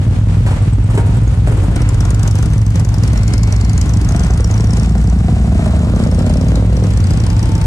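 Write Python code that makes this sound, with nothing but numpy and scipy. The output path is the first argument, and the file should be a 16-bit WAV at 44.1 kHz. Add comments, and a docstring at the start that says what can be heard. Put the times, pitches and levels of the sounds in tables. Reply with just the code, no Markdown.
"""Three V-twin motorbikes leave a parking lot one after another and pass a two-port microphone.
Every firing booms in the pipe, barks and spits a short ping, as loud as throttle, revs and distance
make it. Hard firings thump, loose metal chinks, intakes rasp, and gears and brakes whine.
More bikes idle and blip their throttles behind, amid rattling and a low breeze.
The buildings throw the sound back, and gain control holds the level."""
import sys
import numpy as np
from scipy import signal
from scipy.fft import rfft, irfft
from scipy.io import wavfile
from scipy.ndimage import uniform_filter1d, minimum_filter1d

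SR = 44100
rng = np.random.default_rng(int(sys.argv[2]) if len(sys.argv) > 2 else 0)


def materialize(psi):
    """Save the field psi as 16-bit PCM at rate SR to the path in sys.argv[1].

    A 1-D psi becomes a single channel; in a 2-D psi each row is a channel.
    """
    bounded = np.clip(np.atleast_2d(psi).T, -1, 1)
    quanta = np.round(bounded * 32767).astype(np.int16)
    wavfile.write(sys.argv[1], SR, quanta)


N = 337806
TIME = np.arange(N) / SR


def amp(db):
    return 10 ** (np.asarray(db) / 20)


def evened(x):
    """Scale a sound to an average (rms) level of 1."""
    return x / np.sqrt(np.mean(x ** 2) + 1e-20)


def loudness(x, span_s):
    """Running average (rms) level of all channels."""
    return np.sqrt(abs(uniform_filter1d((x ** 2).mean(0), max(round(span_s * SR), 1))) + 1e-12)


def curves(rows):
    """Turn rows that start with a time into one curve for each other column."""
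    s, *columns = np.transpose(rows)
    return [np.interp(TIME, s, c) for c in columns]


def db_at(points, hz):
    """Read a tone shape between its points, on a log frequency scale."""
    f, db = np.transpose(points)
    return np.interp(np.log(hz + 1), np.log(f + 1), db)


def colour(x, points, size=8192):
    """Filter a sound to a tone shape that falls away above its last point."""
    hz = abs(np.fft.fftfreq(size, 1 / SR))
    gain = amp(db_at(points, hz)) / np.maximum(hz / points[-1][0], 1) ** 2
    response = np.exp(np.conj(signal.hilbert(np.log(gain))))  # rings after a push, never before
    taps = np.fft.ifft(response).real[:size // 2]
    return irfft(rfft(x) * rfft(taps, N), N)


def resonate(x, hz, width_hz):
    """Let a sound ring at a pitch, which may move."""
    turn = np.exp(2j * np.pi * np.cumsum(hz * np.ones(N)) / SR)
    keep = np.exp(-np.pi * width_hz / SR)
    return 2 * (turn * signal.lfilter([1 - keep], [1, -keep], x / turn + 1e-18)).real


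def wander(per_s):
    """A random drift, about 1 in size."""
    knots = rng.standard_normal(4000)
    return np.interp(TIME * per_s, np.arange(len(knots)), knots)


def place(x, side, lag_samples=7.3):
    """The nearer port hears all but the top treble first. Side -0.5 is fully left, 0.5 fully right."""
    turn = np.minimum(np.fft.rfftfreq(N) * lag_samples, 1)
    late = irfft(rfft(x) * np.exp(-2j * np.pi * turn), N)
    right = np.clip(.5 + side, 0, 1)
    return np.array([x + right * (late - x), late + right * (x - late)])


def firings(rpm, start, rear_lag):
    """The samples at which the front and rear cylinders fire; one cycle takes two turns."""
    cycles = start + np.cumsum(rpm) / (120 * SR)
    return [np.flatnonzero(np.diff(np.floor(cycles - lag)) > 0) for lag in (0, rear_lag)]


def pulses(fired, rear_db, scatter_db, delay_s=0):
    """One push for each firing, never quite equally strong."""
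    train = np.zeros(N)
    for at, db in zip(fired, (0, rear_db)):
        strength = amp(db + scatter_db * rng.standard_normal(400)[:len(at)])
        train[np.clip(at + round(delay_s * SR), 0, N - 1)] = strength
    return train


def swell(train, rise_s, order):
    """Pressure swells and dies after each push."""
    u = np.arange(3000) / SR / rise_s
    return signal.oaconvolve(train, u ** order * np.exp(-order * u))[:N]


def boom(fired, rpm, pipe, rear_db, drone_db, delay_s):
    """Firings boom in the pipe; both cylinders add up to a drone at five times the cycle rate."""
    beats = evened(colour(pulses(fired, rear_db, .31, delay_s), pipe))
    push, drone_hz = pulses(fired, 0, 1, delay_s), 5 * rpm / 120
    drone = evened(resonate(resonate(push, drone_hz, 12), drone_hz, 12) / rpm)
    return evened(beats + amp(drone_db) * drone)


def bark(fired, tone, rough, muffler=None):
    """Each firing is part clean push, part rough puff of gas; an open muffler adds two notes."""
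    push = pulses(fired, rear_db=-3, scatter_db=1.2, delay_s=-.001)
    puffs = swell(push, .0034, order=1) * rng.standard_normal(N)
    out = evened(colour((1 - rough) * evened(push) + rough * evened(puffs), tone))
    if muffler:
        hollow_hz, hollow_db, note_hz, note_db = curves(muffler)
        out += amp(-12.5) * np.interp(TIME - .00805, TIME, out)  # one bounce off the pipe's far end
        hollow = resonate(out, hollow_hz * (1 + .06 * wander(25)), width_hz=80)
        note = resonate(resonate(push, note_hz, 100), note_hz, 50)
        out = evened(out + amp(hollow_db) * hollow) + amp(note_db) * evened(note)
    return out


# The whistle in each spit. Each row: time in seconds, middle pitch in Hz.
WHISTLE_PITCH = [(1.3, 7830), (2.3, 6724), (3.4, 6100), (4.1, 6437), (7.66, 6040)]
# The tone of its hiss. Each row: frequency in Hz, level in dB.
HISS_TONE = [(2000, -9), (3700, 6.5), (4700, 6.5), (6300, 5.5), (8000, 1), (9500, -4), (12000, -11),
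             (14000, -35)]
# Extra top treble in the hiss. Each row: time in seconds, share added.
HISS_TOP = [(1.8, 0), (2.4, 2.2), (3.7, 0)]


def spit(fired, side, spread=.1, fall_per_s=20, rough=.08):
    """Gas squeezes through a narrow gap: two falling whistles, pitched anew each firing, in a hiss."""
    train = pulses(fired, rear_db=-1.5, scatter_db=2.8, delay_s=-.005)
    count = np.cumsum(train > 0)
    age = TIME - np.maximum.accumulate(TIME * (train > 0))
    middle_hz, = curves(WHISTLE_PITCH)
    whistle = np.zeros(N)
    for ratio, db, peak_s in (1, 0, .005), (1.24, -3.5, .0042):
        pitch, fall, strength = rng.standard_normal((800, 3))[count].T
        glide = -fall_per_s * (1 + .5 * fall) * (np.minimum(age, 2 * peak_s) - peak_s)
        hz = ratio * middle_hz * np.exp(spread * pitch + glide + rough * wander(3000))
        envelope = amp(db + 2 * strength) * evened(swell(train, peak_s, order=10))
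        whistle += envelope * np.sin(2 * np.pi * np.cumsum(hz) / SR)
    # the hiss scatters off the frame and the road, differently to each port
    bursts = evened(swell(train, .005, order=8)) + .25 * evened(swell(train, .007, order=2))
    hiss = np.array([evened(colour(bursts * rng.standard_normal(N), HISS_TONE)) for _ in range(2)])
    hiss -= np.array([resonate(h, .61 * middle_hz, 1600) for h in hiss])  # weak below the whistle
    hiss += curves(HISS_TOP)[0] * np.array([resonate(h, 10800, 1560) for h in hiss])
    return amp(-3.5) * place(evened(whistle), side) + hiss


def throttle(twists, lag_s=.017):
    """The throttle follows the rider's hand a moment late."""
    hand = sum(opening * ((TIME >= start) & (TIME < end)) for start, end, opening in twists)
    keep = np.exp(-1 / (lag_s * SR))
    return signal.lfilter([1 - keep], [1, -keep], np.minimum(hand, 1))


def path(nearest_s, nearest_m, m_per_s, acceleration, side):
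    """A bike rolls by, then speeds up: how close it is, how far its tail faces us, and its side."""
    since = TIME - nearest_s
    along = m_per_s * since + .5 * acceleration * np.maximum(since, 0) ** 2
    distance = np.hypot(nearest_m, along)
    tail = along / distance
    return nearest_m / distance, tail, side - .67 * tail


# How boom, bark and spit change, one row for each.
# Each row: dB with the throttle shut, dB per octave of revs, dB with the tail facing us.
EXHAUST_CHANGES = [(-6.5, 2.5, 3.5), (-11, -1.5, 4.5), (-28, -4.5, -6.5)]


def ride(fired, rpm, twists, route, booms, barks, boom_db, bark_db, spit_db):
    """Mix a moving bike's boom, bark and spit by throttle, revs, distance and heading."""
    closeness, tail, side = route
    shut, octaves = 1 - throttle(twists), np.log2(rpm / rpm.mean())
    boom_gain, bark_gain, spit_gain = [
        closeness * amp(db + shut_db * shut + revs_db * octaves + tail_db * tail)
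        for db, (shut_db, revs_db, tail_db) in zip((boom_db, bark_db, spit_db), EXHAUST_CHANGES)]
    return place(boom_gain * booms + bark_gain * barks, side) + spit_gain * spit(fired, side)


# Engine speed. Each row: time in seconds, turns per minute.
FIRST_REVS = [(0, 1090), (1.4, 1109), (1.7, 841), (1.9, 960), (2.15, 1352), (2.42, 1684), (2.7, 1304),
              (3, 1288), (3.27, 1137), (3.55, 1377), (4, 1570), (5.2, 2106), (7.66, 2800)]
# Twists of the throttle. Each row: start and end in seconds, opening from 0 to 1.
FIRST_TWISTS = [(1.707, 1.98, 0.77), (1.982, 2.47, 0.87), (2.5, 3.111, 0.72), (3.12, 4.767, 0.84),
                (4.738, 5.095, 0.68), (5.093, 8, 0.37)]
# The tones of the boom and of a soft bark. Each row: frequency in Hz, level in dB.
FIRST_BOOM_TONE = [(30, -16.5), (50, -5.5), (65, 2.5), (108, 1.5), (150, -4.5), (200, -16.5), (300, -27),
                   (500, -56.5), (1200, -88)]
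SOFT_BARK_TONE = [(100, -11), (300, 14), (450, -1), (700, 1), (1100, -4.5), (1600, -6.5), (4000, -13),
                  (9000, -23)]
FIRST_START, FIRST_LAG = .3, .44  # in engine cycles


def first_bike():
    """The first bike's exhaust has a soft, breathy bark and the strongest spit."""
    rpm, = curves(FIRST_REVS)
    fired = firings(rpm, FIRST_START, FIRST_LAG)
    booms = boom(fired, rpm, FIRST_BOOM_TONE, rear_db=1, drone_db=-10.5, delay_s=.0004)
    barks = bark(fired, SOFT_BARK_TONE, rough=.87)
    route = path(nearest_s=5.5, nearest_m=3, m_per_s=-.5, acceleration=16, side=0)
    return ride(fired, rpm, FIRST_TWISTS, route, booms, barks, boom_db=-13, bark_db=-33.5, spit_db=-31.5)


# The first bike's low note. Each row: time in seconds, pitch in Hz, level in dB.
THROB_NOTE = [(0, 108, -18.5), (.85, 111, -18), (1.3, 93, -20), (1.7, 124, -21), (2.9, 118, -20),
              (4.2, 125, -40)]


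def throb(width_hz=65):
    """Firings ring the low note of the first bike's pipe until it is away."""
    hz, db = curves(THROB_NOTE)
    fired = firings(curves(FIRST_REVS)[0], FIRST_START, FIRST_LAG)
    push = pulses(fired, rear_db=-2.5, scatter_db=1)
    note = resonate(resonate(push, hz, width_hz), hz, width_hz)
    return place(amp(db) * note / loudness(note[None], .36), 0)


# Engine speed. Each row: time in seconds, turns per minute.
SECOND_REVS = [(0, 1089.0), (1.5, 1396.0), (2.5, 1451.0), (3.3, 1688.0), (3.7, 1560.0), (4.05, 1256.0),
               (4.45, 1193.0), (4.8, 1352.0), (5.1, 1447.0), (5.5, 1587.0), (6, 1890.0), (6.4, 2177.0),
               (6.85, 2506.0), (7.1, 2040.0), (7.66, 1800.0)]
# Twists of the throttle. Each row: start and end in seconds, opening from 0 to 1.
SECOND_TWISTS = [(3.054, 3.85, 0.34), (4.015, 4.725, 0.8), (4.696, 5.6, 0.53), (5.59, 6.86, 0.83)]
# The tones of the boom and of a hard bark. 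Each row: frequency in Hz, level in dB.
SECOND_BOOM_TONE = [(35, -28.5), (54, 0.5), (70, 2), (92, -13), (130, -3), (165, -5.5), (215, -6.5),
                    (310, -20), (500, -35.5), (1200, -86)]
HARD_BARK_TONE = [(100, -15), (250, 17), (340, 18), (500, 4), (700, 7), (900, -4.5), (1300, -3),
                  (2000, -27), (4000, -9.5), (9000, -79)]
# An open muffler's notes, heard as its tail faces us.
# Each row: time in seconds, hollow note in Hz, its level in dB, pipe note in Hz, its level in dB.
MUFFLER_NOTES = [(3.9, 700, 2, 194, -32), (4.7, 710, -2.5, 178, 0), (5.55, 705, 13, 205, 0.5),
                 (5.95, 530, 12.5, 224, 3.5), (6.45, 573, 16.5, 240.4, 9), (6.9, 515, 14, 269, 0)]


def second_bike():
    """The second bike passes closest, barking hard through an open muffler."""
    rpm, = curves(SECOND_REVS)
    fired = firings(rpm, start=0, rear_lag=.42)
    booms = boom(fired, rpm, SECOND_BOOM_TONE, rear_db=4, drone_db=-3.5, delay_s=.0019)
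    barks = bark(fired, HARD_BARK_TONE, rough=.15, muffler=MUFFLER_NOTES)
    route = path(nearest_s=4.9, nearest_m=2.23, m_per_s=1.86, acceleration=1.64, side=.03)
    return ride(fired, rpm, SECOND_TWISTS, route, booms, barks, boom_db=-8.5, bark_db=-25.5, spit_db=-45)


# Engine speed. Each row: time in seconds, turns per minute.
THIRD_REVS = [(0, 1090.0), (5.5, 1451.0), (6.7, 1704.0), (7.66, 1979.0)]
# Twists of the throttle. Each row: start and end in seconds, opening from 0 to 1.
THIRD_TWISTS = [(5.904, 6.566, 0.79), (6.709, 8, 0.78)]
# The tone of the boom. Each row: frequency in Hz, level in dB.
THIRD_BOOM_TONE = [(35, -32.5), (55, 13), (75, -0.5), (110, 3), (220, -11.5), (500, -33), (1200, -74)]


def third_bike():
    """The third bike creeps up on the right, its pipe droning."""
    rpm, = curves(THIRD_REVS)
    fired = firings(rpm, start=0, rear_lag=.44)
    booms = boom(fired, rpm, THIRD_BOOM_TONE, rear_db=-14.5, drone_db=-1.5, delay_s=.00123)
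    barks = bark(fired, SOFT_BARK_TONE, rough=1)
    route = path(nearest_s=11.5, nearest_m=3.5, m_per_s=.46, acceleration=0, side=.9)
    return ride(fired, rpm, THIRD_TWISTS, route, booms, barks, boom_db=-17.5, bark_db=-31, spit_db=-37.5)


# The waiting bikes. Each row: turns per minute, level in dB, side.
WAITING_BIKES = [(1018, -20.5, 0.38), (1136.2, -14, 0.096)]
# The tone of their pipes. Each row: frequency in Hz, level in dB.
IDLE_TONE = [(35, -15.5), (60, 6), (80, -9.5), (92, 7), (104, 4), (135, -6), (190, -15), (240, -16.5),
             (330, -26), (600, -40), (1200, -45)]
# How their level moves. Each row: time in seconds, change in dB.
IDLE_FADE = [(0, -1), (2.8, 0), (3.8, -4.5)]


def idlers():
    """Waiting bikes chug at an unsteady idle."""
    out = np.zeros((2, N))
    for rpm, db, side in WAITING_BIKES:
        fired = firings(rpm * (1 + .07 * wander(5)), start=rng.random(), rear_lag=315 / 720)
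        push = pulses(fired, rear_db=-2.4, scatter_db=1.8)
        out += amp(db) * place(evened(colour(push, IDLE_TONE)), side)
    return out * amp(curves(IDLE_FADE)[0])


# The tone of the rattle. Each row: frequency in Hz, level in dB.
CLATTER_TONE = [(150, 14), (650, 6.5), (1700, 0), (2700, -2.5), (5500, -11.5), (8000, -10.5),
                (10000, -17.5), (12400, -28.5), (13500, -44)]


def clatter(bikes):
    """Machinery rattles all around, and from the road in step with the moving bikes' loudness."""
    flutter = amp(1.4 * wander(170) + 1.3 * wander(30))
    road, left, right = (evened(colour(rng.standard_normal(N) * flutter, CLATTER_TONE)) for _ in range(3))
    return amp(-21.5) * loudness(bikes, .26) * place(road, -1) + amp(-35) * np.array([left, right])


def breeze():
    """Wind buffets each port separately with a low rumble."""
    tone = [(15, -2), (50, 23), (120, 13), (300, -27), (1000, -55)]  # Hz, dB
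    gusts = [evened(colour(rng.standard_normal(N), tone)) * amp(2 * wander(3.5)) for _ in range(2)]
    return amp(-34) * np.array(gusts)


def echoes(x, fade_s=.44, size=16000):
    """Walls and parked machines scatter dull echoes, different at each port."""
    t = TIME[:size]
    taps = rng.standard_normal((2, size)) * (rng.random((2, size)) < .04)
    taps *= (t > .008) * amp(-60 * t / fade_s)
    # long waves reach both ports alike
    taps[1] += signal.lfilter(*signal.butter(1, 700, fs=SR), taps[0] - taps[1])
    dulled = signal.lfilter(*signal.butter(2, 4500, fs=SR), x[:1])
    return signal.oaconvolve(dulled, taps / np.linalg.norm(taps[0]), axes=1)[:, :N]


# Quick twists of a throttle in the lot. Each row: start in seconds, gas level in dB, hiss level in dB,
# upper edge of the gas in Hz, decay of one firing in seconds, drop per firing in dB.
THROTTLE_BLIPS = [(0.462, -24.5, -38.5, 1100, 0.026, 6.5), (0.897, -26, -40, 740, 0.021, 1),
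                  (0.974, -11.5, -30.5, 700, 0.0094, 29), (1.468, -20.5, -41.5, 428, 0.023, 1.5),
                  (5.658, -7.5, -23, 890, 0.004, 25)]
# The tone of their hiss. Each row: frequency in Hz, level in dB.
BLIP_HISS_TONE = [(3000, -20), (8000, 8), (11000, -3), (13000, -13)]


def blips(count=9, gap_s=.037, slowing=1.2, rise_s=.0046, pipe_hz=406, width_hz=215):
    """Each blip is a run of hard firings: bursts of gas that ring the pipe, slow down and fade."""
    out, k, age = np.zeros(N), np.arange(count), TIME[:SR // 4]
    gaps = gap_s * slowing ** k
    hiss = evened(colour(rng.standard_normal(N), BLIP_HISS_TONE))
    for s, gas_db, hiss_db, edge_hz, decay_s, drop_db in THROTTLE_BLIPS:
        train = np.zeros(N)
        train[np.round((s + np.cumsum(gaps) - gaps[0]) * SR).astype(int)] = amp(-drop_db * k)
        bursts = signal.oaconvolve(train, (1 - np.exp(-age / rise_s)) * np.exp(-age / decay_s))[:N]
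        gas = signal.lfilter(*signal.butter(1, [250, edge_hz], "band", fs=SR), rng.standard_normal(N))
        gas = signal.lfilter(*signal.butter(1, 3 * edge_hz, fs=SR), gas)
        note = resonate(resonate(rng.standard_normal(N), pipe_hz, width_hz), pipe_hz, width_hz)
        gas = evened(gas) + amp(-12) * evened(note)
        out += (amp(gas_db) * gas + amp(hiss_db) * hiss) * bursts
    return place(out, 1)


# The hardest firings, as throttles are blipped and the second bike labours past.
# Each row: start in seconds, level in dB, hollow note in Hz.
HARD_FIRINGS = [(.464, -15, 557), (.942, -22, 440), (.976, -14, 416), (1.474, -12.5, 660), (1.51, -18, 436),
                (4.148, -13, 685), (4.301, -14, 664), (4.399, -12, 464), (4.599, -12.5, 430),
                (4.782, -14, 710), (4.868, -26, 725), (4.953, -10, 760), (5.284, -10.5, 720),
                (5.625, -20, 450), (6.207, -18, 675), (6.519, -10.5, 470)]
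# The tone of their knock. Each row: frequency in Hz, level in dB.
KNOCK_TONE = [(90, -17), (200, -4), (330, 4.5), (480, -3), (590, -13), (730, -13), (950, -13.5),
              (2000, -16)]
# Where they come from. Each row: time in seconds, side.
KNOCK_SIDE = [(2, 1), (3.1, -0.47)]


def thumps(rise_s=.0027, ring_db=-11):
    """Single hard firings knock in the muffler and ring its hollow note."""
    train, rings, age = np.zeros(N), np.zeros(N), TIME[:SR // 20]
    envelope = age / rise_s * np.exp(1 - age / rise_s)
    for s, db, hz in HARD_FIRINGS:
        at = round(s * SR)
        train[at] = amp(db)
        rings[at:at + len(age)] += amp(db + ring_db) * envelope * np.sin(2 * np.pi * hz * age)
    knock_peak = abs(colour(signal.unit_impulse(N), KNOCK_TONE)).max()
    return place(colour(train, KNOCK_TONE) / knock_peak + rings, curves(KNOCK_SIDE)[0])


# Loose metal on the first bike. 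Each row: start in seconds, pitch in Hz, level in dB.
METAL_CHINKS = [(.621, 8250, -38), (.729, 8000, -31.5), (.838, 8050, -36), (.948, 8340, -41),
                (1.167, 8060, -35.5), (1.275, 6480, -32), (1.756, 8500, -30.5), (1.888, 7230, -24.5)]


def chinks(rise_s=.003, fade_s=.04):
    """Small metal parts, shaken at idle, ring briefly on two close notes."""
    out, age = np.zeros(N), TIME[:SR // 10]
    envelope = np.minimum(age / rise_s, 1) * amp(-60 * age / fade_s)
    for s, hz, db in METAL_CHINKS:
        at, phase = round(s * SR), 2 * np.pi * hz * age
        out[at:at + len(age)] += amp(db) * envelope * (np.sin(phase) + amp(-4) * np.sin(1.045 * phase))
    return place(out, -.5)


# Air drawn in as a throttle opens. Each row: start and end in seconds, centre and width in Hz, level in dB.
INTAKE_RASPS = [(1.713, 1.9, 1310, 2300, -36.5), (1.964, 2.306, 1160, 775, -37.5),
                (2.763, 3.02, 730, 690, -40.5), (3.91, 4.77, 1160, 1520, -39.5),
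                (5.61, 6.117, 1030, 870, -40.5)]


def rasps():
    """Air roars through an intake, in gulps at the first bike's firing rate."""
    fired = firings(curves(FIRST_REVS)[0], start=.1, rear_lag=FIRST_LAG)
    gulps = evened(swell(pulses(fired, rear_db=0, scatter_db=2), .008, order=1))
    air, out = (.5 + gulps) * rng.standard_normal(N), np.zeros(N)
    for start, end, hz, width_hz, db in INTAKE_RASPS:
        progress = np.clip((TIME - start) / (end - start), 0, 1)
        band = signal.butter(2, [hz / (1 + .5 * width_hz / hz), hz + .5 * width_hz], "band", fs=SR)
        out += amp(db) * np.sqrt(abs(np.sin(np.pi * progress))) * evened(signal.lfilter(*band, air))
    return place(out, -.7)


# Gear and brake whines. Each row: start and end in seconds, first, middle and last pitch in Hz,
# waver as a share of the pitch, level in dB, the octave's level against that in dB, side.
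WHINE_NOTES = [(3.05, 3.9, 2070, 2210, 2050, .055, -42, -8, -.7),
               (7.25, 8.7, 897, 925, 960, .011, -38.5, -30, .8)]


def whines():
    """Gears and brakes sing thin, wavering tones that swell and fade."""
    out = np.zeros((2, N))
    for start, end, *pitches, waver, db, octave_db, side in WHINE_NOTES:
        progress = np.clip((TIME - start) / (end - start), 0, 1)
        hz = np.interp(progress, [0, .5, 1], pitches) * (1 + waver * wander(600))
        phase = 2 * np.pi * np.cumsum(hz) / SR
        tone = np.sin(phase) + amp(octave_db) * np.sin(2 * phase)
        out += place(amp(db) * np.sqrt(2 * abs(np.sin(np.pi * progress))) * tone, side)
    return out


def scene():
    """Three bikes ride off in front of the waiting ones."""
    bikes = first_bike() + second_bike() + third_bike() + thumps() + rasps() + chinks()
    lot = idlers() + blips()
    direct = bikes + throb() + lot
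    return direct + echoes(amp(-5.5) * bikes + amp(-3.5) * lot) + clatter(bikes) + whines() + breeze()


# The left port is brighter. Each row: frequency in Hz, dB added on the left and taken off the right.
PORT_TILT = [(1500, 0), (2500, .2), (4100, 1.3), (7500, 2), (13000, 2.6)]


def record(dry, hold_db=-13.5, ratio=34, listen_s=.085, ceiling=.71, limiter_samples=400):
    """The microphone cuts rumble, holds the level, tames peaks and loses the highest treble."""
    x = signal.lfilter(*signal.butter(4, 37, "high", fs=SR), dry)
    x = x / np.maximum(loudness(x, listen_s) / amp(hold_db), 1) ** (1 - 1 / ratio)
    tilt_db = db_at(PORT_TILT, np.fft.rfftfreq(N, 1 / SR))
    x = amp(4.5) * irfft(rfft(x) * amp(np.array([tilt_db, -tilt_db])), N)
    # a fast limiter holds the bass down hard and the treble only a little
    gain = np.minimum(1, ceiling / (abs(x).max(0) + 1e-9))
    gain = uniform_filter1d(minimum_filter1d(gain, limiter_samples), limiter_samples)
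    bass = signal.filtfilt(*signal.butter(2, 400, fs=SR), x)
    x = bass * gain + (x - bass) * gain ** .35
    treble_cut = signal.firwin(127, 13300, window=("kaiser", 9), fs=SR)
    return signal.oaconvolve(x, treble_cut[None], "same")


dry = scene()
out = record(dry)
materialize(out)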